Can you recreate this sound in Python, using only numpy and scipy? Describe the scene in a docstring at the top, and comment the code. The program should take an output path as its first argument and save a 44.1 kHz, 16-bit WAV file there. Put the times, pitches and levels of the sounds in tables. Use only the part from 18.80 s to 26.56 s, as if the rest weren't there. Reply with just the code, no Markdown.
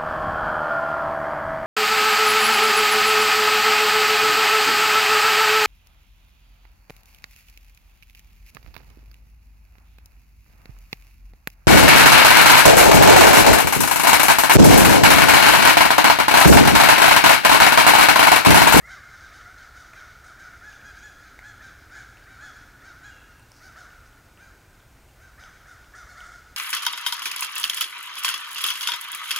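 """An autumn wood, where a flock of crows calls from the trees. Each short, hoarse caw rises and falls
in pitch and is shaped by the bird's throat and beak. Trunks scatter the caws into a long echo, and
more birds answer from farther off. Drops tick on dry leaves, a small bird whistles once and leaves
rustle briefly. A low rumble and a thin hiss lie under it all."""
import sys
import numpy as np
from scipy import signal
from scipy.fft import rfft, irfft, next_fast_len
from scipy.io import wavfile
from scipy.ndimage import uniform_filter1d

SR = 44100
rng = np.random.default_rng(int(sys.argv[2]) if len(sys.argv) > 2 else 0)


def int16_out(signal):
    """Quantize to a 16-bit WAV file."""
    q = np.round(np.clip(np.atleast_2d(signal).T, -1, 1) * 32767)
    wavfile.write(sys.argv[1], SR, q.astype(np.int16))


N = 342216


def amp(db):
    """Turns decibels into a number to multiply a sound by."""
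    return 10 ** (np.asarray(db) / 20)


def unit_level(x):
    """Scales a sound to an average (rms) level of 1."""
    return x / np.sqrt(np.mean(x ** 2) + 1e-20)


def curve_at(points, hz):
    """Looks up values between the rows of a (frequency, value) table, on a log-frequency axis."""
    row_hz, value = np.transpose(points)
    return np.interp(np.log(hz + 1), np.log(row_hz + 1), value)


def coloured(x, points):
    """Filters a sound by a table of (frequency [Hz], gain [dB])."""
    size = next_fast_len(len(x))
    gain = amp(curve_at(points, np.fft.rfftfreq(size, 1 / SR)))
    return irfft(rfft(x, size) * gain, size)[:len(x)]


def add(mix, start_s, sound):
    """Mixes a sound in, cutting off whatever does not fit."""
    start = round(start_s * SR)
    sound = sound[max(-start, 0):]
    part = mix[max(start, 0):][:len(sound)]
    part += sound[:len(part)]


def wobble(t, rate):
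    """Glides to a new random value rate times a second."""
    return np.interp((t - t[0]) * rate, np.arange(512), rng.standard_normal(512))


def hump(middle_s, half_length_s, order=2):
    """A smooth rise to 1 and back; a higher order gives a flatter top."""
    return np.exp(-abs((np.arange(N) / SR - middle_s) / half_length_s) ** order)


def air(rumble_db=-54, swell_db=-60.5, hiss_db=-62):
    """A distant rumble, a low murmur of air that swells once, and a thin hiss."""
    # the tone of each of the three noises: (frequency [Hz], gain [dB])
    rumble_colour = [(10, -23.5), (25, -5), (55, 0), (80, -3), (100, -7.5), (118, -6.5), (160, -14),
                     (220, -17), (290, -17), (480, -19.5), (850, -19.5), (1200, -23), (2500, -27.5),
                     (6000, -72.5)]
    swell_colour = [(60, -43), (115, 7.5), (160, -24.5), (220, -9), (290, -4), (400, -17), (1000, -40),
                    (4000, -79)]
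    hiss_colour = [(200, -7.5), (2000, 3.5), (4000, -0.5), (7000, 0.5), (10000, -4), (16000, -3.5)]
    low, mid, high = rng.standard_normal((3, N))
    rumble = amp(rumble_db) * unit_level(coloured(low, rumble_colour))
    swell = amp(swell_db) * unit_level(coloured(mid, swell_colour))
    hiss = amp(hiss_db) * unit_level(coloured(high, hiss_colour))
    return rumble + swell * hump(middle_s=3.62, half_length_s=2.07) + hiss


def caw(pitch_hz, width, length, bright_db, rough, nasal_db, voice,
        rise_s=.044, fall_s=.069, onset_s=.043, attack_s=.0088, tight_s=.07, end_s=.07,
        nasal_hz=2080, nasal_width_hz=190, beak_open_s=.03, beak_shut_s=.058):
    """A buzz with puffs of breath, arching in pitch, through a throat from deep (voice -1) to high (1)."""
    # how throats of three sizes shape the voice: (frequency [Hz], gain [dB])
    deep_throat = [(400, -28), (720, -15), (1050, -15), (1300, 2), (1500, 1), (1650, -7), (2020, -19.5),
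                   (2250, -21), (2550, -52), (3100, -20.5), (4150, -24), (5800, -18.5), (8300, -22.5),
                   (12000, -31)]
    middle_throat = [(400, -18.5), (750, -17), (1050, -9), (1330, -0.5), (1620, 2), (1880, -10.5),
                     (2300, -10.5), (2700, -23), (3800, -14), (4200, -18.5), (4600, -18), (6500, -16.5),
                     (8000, -30.5), (12000, -28)]
    high_throat = [(400, -26), (800, -16.5), (1100, -25), (1400, 0.5), (1710, 1.5), (1920, -41.5),
                   (2450, -15.5), (2750, -27), (3400, -10), (3750, -16.5), (5500, -22.5), (6750, -14),
                   (8000, -28.5), (12000, -45)]
    # what tightening the throat changes: (frequency [Hz], gain [dB])
    tight_throat = [(700, 1), (1300, -5), (1800, 4.5), (2300, 1.5), (4000, 1)]
    t = np.arange(-4608, 4608) / SR  # the pitch is highest at t = 0
    arch = 1 / np.sqrt(1 + (t / (width * np.where(t < 0, rise_s, fall_s))) ** 2)
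    rough = np.clip(rough, 0, .9)
    # uneven cycles blur the upper harmonics far more than the strong second one
    jitter = (.005 + .048 * rough) * wobble(t, 600) + .004 * wobble(t, 90)
    cycles = np.cumsum(pitch_hz * arch * (1 + jitter)) / SR
    buzz = sum(np.cos(2 * np.pi * k * cycles) * amp(min(k - 1, 4.5) * wobble(t, 70))
               for k in range(1, 15))
    buzz *= 1 + .7 * np.sqrt(rough) * wobble(t, 420)
    puffs = (.16 + np.exp(-(cycles % 1) / .31)) * rng.standard_normal(len(t))
    puffs = coloured(puffs, [(1500, -8), (5000, 0), (9000, 0), (14000, -10)])
    cry = np.sqrt(1 - rough) * unit_level(buzz) + np.sqrt(rough + .1) * unit_level(puffs)
    # the voice starts with a hard push through a tight throat and dies as the pitch falls
    age = np.maximum(t + onset_s * np.sqrt(width * length), 0)
    tight = np.exp(-(age / tight_s) ** 2)
    fade = np.exp(-(np.maximum(t, 0) / (end_s * length)) ** 3.2)
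    effort = np.minimum(age / attack_s, 1) * (1 + .22 * tight) * fade
    cry = effort * (cry + tight * (coloured(cry, tight_throat) - cry))
    hz = np.fft.rfftfreq(len(t), 1 / SR)
    deep, high = np.clip([-voice, voice], 0, 1)
    throat_db = deep * curve_at(deep_throat, hz) + high * curve_at(high_throat, hz)
    throat_db += (1 - deep - high) * curve_at(middle_throat, hz)
    throat_db += bright_db * np.clip((hz - 1900) / 1500, 0, 1)
    throat_db += nasal_db * np.exp(-((hz - nasal_hz) / nasal_width_hz) ** 2)
    # treble comes out only while the beak is wide open; it snaps open and shuts more slowly
    beak = np.exp(-np.where(t < 0, (t / beak_open_s) ** 8, abs(t / beak_shut_s) ** 3))
    treble = np.clip((hz - 2400) / 700, 0, 1)
    spectrum = rfft(cry) * (1 - treble) + rfft(cry * beak) * treble
    return unit_level(irfft(spectrum * amp(throat_db))) * np.sqrt(np.mean(effort ** 2))


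def near_crows(middle_pitch_hz=788.5, throat_step_hz=74.5):
    """Crows in the nearest trees. Returns the sound that comes straight and the sound that will echo."""
    # the caws: (time of top pitch [s], top pitch [Hz], relative level [dB], kind)
    caws = [(.082, 725, -50, "nasal"), (.119, 785, -43, "hoarse"), (.333, 782, -54, "drawn"),
            (.433, 792, -48, "hoarse"), (.558, 772, -48, "hoarse"), (.636, 726, -49, "dull"),
            (.706, 757, -48.5, "dull"), (.806, 788, -48.5, "hoarse"), (.986, 755, -48.5, "hoarse"),
            (1.18, 787.4, -46.5, "hoarse"), (1.206, 773, -53, "dull"), (1.471, 741, -48.5, "hoarse"),
            (1.62, 794, -49, "hoarse"), (1.682, 740.7, -47.5, "dull"), (1.868, 857, -48, "ringing"),
            (1.922, 803, -49.5, "hoarse"), (2.074, 838, -47, "ringing"), (2.182, 800, -53, "drawn"),
            (2.25, 856, -48, "ringing"), (2.472, 794, -52.5, "clipped"), (2.668, 860, -47, "ringing"),
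            (2.849, 794, -46.5, "hoarse"), (3.14, 799, -48, "clipped"), (3.165, 852, -50.5, "ringing"),
            (3.194, 762, -50, "drawn"), (3.516, 781, -49, "clear"), (3.636, 858, -47, "ringing"),
            (3.66, 759, -47.5, "hoarse"), (3.766, 778, -57, "drawn"), (4.071, 784, -48.5, "clear"),
            (4.265, 833.5, -47.5, "ringing"), (4.852, 768.5, -49.5, "clear"), (4.996, 754, -46.5, "hoarse"),
            (5.02, 717, -54, "dull"), (5.628, 798, -51, "clear"), (6.441, 784, -53.5, "clear"),
            (6.623, 771.6, -47, "clipped"), (6.901, 738.6, -49.5, "clipped"),
            (7.179, 743, -44.5, "clipped"), (7.306, 736, -49, "clipped"), (7.4, 746, -45.5, "clipped"),
            (7.466, 717, -50.5, "drawn"), (7.536, 727, -52, "drawn")]
    # each kind of caw: (straight-path gain [dB], lower behind trunks; arch width [factor],
    # length [factor], brightness [dB], roughness [below 0 counts as 0], nasal tone [dB])
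    kinds = {"ringing": (0.9, 1.53, 1.14, -1, -0.04, -8), "clear": (-1, 1.3, 1.24, -4, -0.1, 0),
             "hoarse": (-0.5, 1, 1.21, -3, 0.24, -3.5), "clipped": (-1.7, 1.05, 1.18, -2.1, 0.2, 2.5),
             "drawn": (2.5, 1.83, .9, -2.5, 0.48, 3), "dull": (-1.5, 1.9, 0.94, -10, -0.2, 3),
             "nasal": (1.5, 2, 1.8, 0, -0.6, 23.5)}
    direct, into_wood = np.zeros((2, N))
    for time_s, pitch_hz, level_db, kind in caws:
        direct_db, *shape = kinds[kind]
        voice = (pitch_hz - middle_pitch_hz) / throat_step_hz  # higher birds have smaller throats
        call = amp(level_db) * caw(pitch_hz, *shape, voice)
        start_s = time_s - len(call) / 2 / SR
        add(direct, start_s, amp(direct_db) * call)
        add(into_wood, start_s, call)
    return direct, into_wood


def trunk_echoes(x, echoes_per_s=1500):
    """Sound bounces off trunks: strongly off the near ones, then in a tail whose treble dies first."""
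    # how long the wood rings: (frequency [Hz], time to fade by 60 dB [s])
    ring_times = [(300, 1.2), (1500, 1.84), (3000, 1.76), (6500, 1.22), (12000, 0.12)]
    # trunks and twigs scatter treble best: (frequency [Hz], gain [dB])
    scatter = [(300, -4), (1450, -1.5), (2100, 0), (3500, 2), (6500, 2), (12000, -3)]
    bounces = rng.standard_normal(2 * SR) * (rng.random(2 * SR) < echoes_per_s / SR)
    hz, t, bands = signal.stft(bounces, SR, nperseg=256)
    decay_db = -60 * t / curve_at(ring_times, hz)[:, None] + 6 * np.exp(-t / .05)
    fade_in = np.minimum(t / .0089, 1)
    tail = signal.istft(bands * amp(decay_db) * fade_in, SR, nperseg=256)[1]
    return coloured(signal.fftconvolve(x, tail / np.linalg.norm(tail))[:N], scatter)


def far_crows(count=56, pitch_hz=750, level_db=-51.5, fade_db_per_s=.93):
    """More birds answer at random from deeper in the wood, slowly getting quieter."""
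    # the tone of the far birds: (frequency [Hz], gain [dB])
    far_colour = [(300, 10), (800, 1), (1450, 4), (1800, 2), (3000, 3.5), (6500, -1.5), (12000, -18)]
    # two lulls in the calling: (middle [s], half length [s], depth [dB])
    lulls = [(4.674, 0.13, 7), (5.982, 0.7, 10.5)]
    birds = [caw(pitch_hz * (1.06 - .12 * size), width=.9 + .4 * stretch, length=.88,
                 bright_db=-3, rough=.18, nasal_db=0, voice=-.5 * size)
             for size, stretch in rng.random(size=(24, 2))]
    flock = np.zeros(N)
    for k, offset in enumerate(rng.random(count)):
        call = birds[k % len(birds)]
        add(flock, (k + offset) / count * N / SR - len(call) / 2 / SR, call)
    flock = coloured(flock + 2 * trunk_echoes(flock), far_colour)
    lull_db = sum(depth_db * hump(middle_s, half_s, order=4) for middle_s, half_s, depth_db in lulls)
    return unit_level(flock) * amp(level_db - fade_db_per_s * np.arange(N) / SR - lull_db)


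def drop(ring_hz, ring_cycles=1.5, thud_hz=800):
    """A drop flicks a leaf: a few cycles of ringing, a tiny snap and a soft thud."""
    t = np.arange(-256, 256) / SR
    ring_s = ring_cycles / ring_hz * np.where(t < 0, .6, .9)  # rises faster than it fades
    ring = np.exp(1 - np.sqrt(1 + (t / ring_s) ** 2)) * np.sin(2 * np.pi * ring_hz * t)
    snap = .13 * rng.standard_normal(len(t)) * np.exp(-abs(t) / .00089)
    thud = .35 * np.exp(-(t / .00078) ** 2) * np.sin(2 * np.pi * thud_hz * t)
    return ring + snap + thud


def drips(faint_count=45, faint_db=-57):
    """Drops fall from the branches onto dry leaves, a few near and many faint."""
    # the near drops: (time [s], level [dB], ring pitch [Hz])
    near = [(.346, -48, 5500), (.613, -48, 3120), (1.135, -38.5, 2370), (1.202, -46, 3200),
            (1.931, -44, 2750), (2.016, -46, 2480), (2.5914, -32.5, 2060), (3.372, -43, 2644),
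            (4.596, -45.5, 8950), (4.598, -47, 2700), (4.717, -44.5, 8800), (4.719, -38, 5350),
            (5.105, -47, 2720), (5.575, -46, 2740), (6.004, -50.5, 3340), (6.638, -40, 3150),
            (7.406, -37.5, 3100)]
    faint = [(when * N / SR, faint_db + 7 * strength, 2400 + 5000 * pitch ** 2)
             for when, strength, pitch in rng.random((faint_count, 3))]
    ticks = np.zeros(N)
    for time_s, level_db, ring_hz in near + faint:
        tick = amp(level_db) * drop(ring_hz)
        add(ticks, time_s - len(tick) / 2 / SR, tick)
    return ticks


def bird_whistle(peak_s=4.32, top_hz=2820, level_db=-57.5, rise_s=.0315, scoop_hz=167,
                 sag_hz_per_s=2200, fade_db_per_s=103):
    """A small bird's slightly hoarse note slides up, then sags as it fades."""
    t = np.arange(N) / SR - peak_s
    rise = np.clip(1 + t / rise_s, 0, 1)
    after_s = np.clip(t, 0, 1)
    hz = top_hz - scoop_hz * (1 - rise) ** 2 - sag_hz_per_s * after_s
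    level = rise * amp(level_db - fade_db_per_s * after_s)
    jitter = .018 * unit_level(uniform_filter1d(rng.standard_normal(N), 80))
    return level * np.sin(2 * np.pi * np.cumsum(hz * (1 + jitter)) / SR)


def leaf_rustle(cracks_per_s=2500):
    """Dry leaves rub together in short bursts of tiny cracks."""
    # the rustles: (start [s], length [s], level [dB])
    bursts = [(4.748, 0.058, -60), (4.815, 0.072, -57.5), (5.25, 0.036, -67)]
    # the tone of dry leaves: (frequency [Hz], gain [dB])
    leaf_colour = [(2000, -35), (3900, -9), (4600, -1), (6200, -2), (7500, -15), (14000, -18)]
    cracks = rng.standard_normal(N) * (rng.random(N) < cracks_per_s / SR)
    t = np.arange(N) / SR
    level = sum(amp(db) * np.exp(-(2 * (t - start) / length - 1) ** 4) for start, length, db in bursts)
    return level * unit_level(coloured(cracks, leaf_colour))


def scene():
    """Birds, drops and their echoes over the leaves and air, all heard from the centre."""
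    crows, into_wood = near_crows()
    bird = bird_whistle()
    ticks = drips()
    echoes = trunk_echoes(amp(-7.2) * into_wood + amp(-3) * bird + amp(-8) * ticks)
    mono = amp(-2.5) * crows + bird + ticks + echoes + far_crows() + leaf_rustle() + air()
    return np.array([mono, mono])


def record(dry, side_db=-78, cutoff_hz=15800):
    """Adds a faint hiss, opposite in left and right, then cuts the highest treble."""
    # the tone of that hiss: (frequency [Hz], gain [dB])
    side_colour = [(100, -10), (1800, -24), (2800, 1.5), (4000, 27), (6000, 9.5), (9000, -1), (12000, 6),
                   (14000, 7)]
    side = amp(side_db) * unit_level(coloured(rng.standard_normal(N), side_colour))
    low_pass = signal.firwin(511, cutoff_hz, window=("kaiser", 9), fs=SR)
    return signal.oaconvolve(dry + np.array([side, -side]), low_pass[None], "same")


dry = scene()
out = record(dry)
int16_out(out)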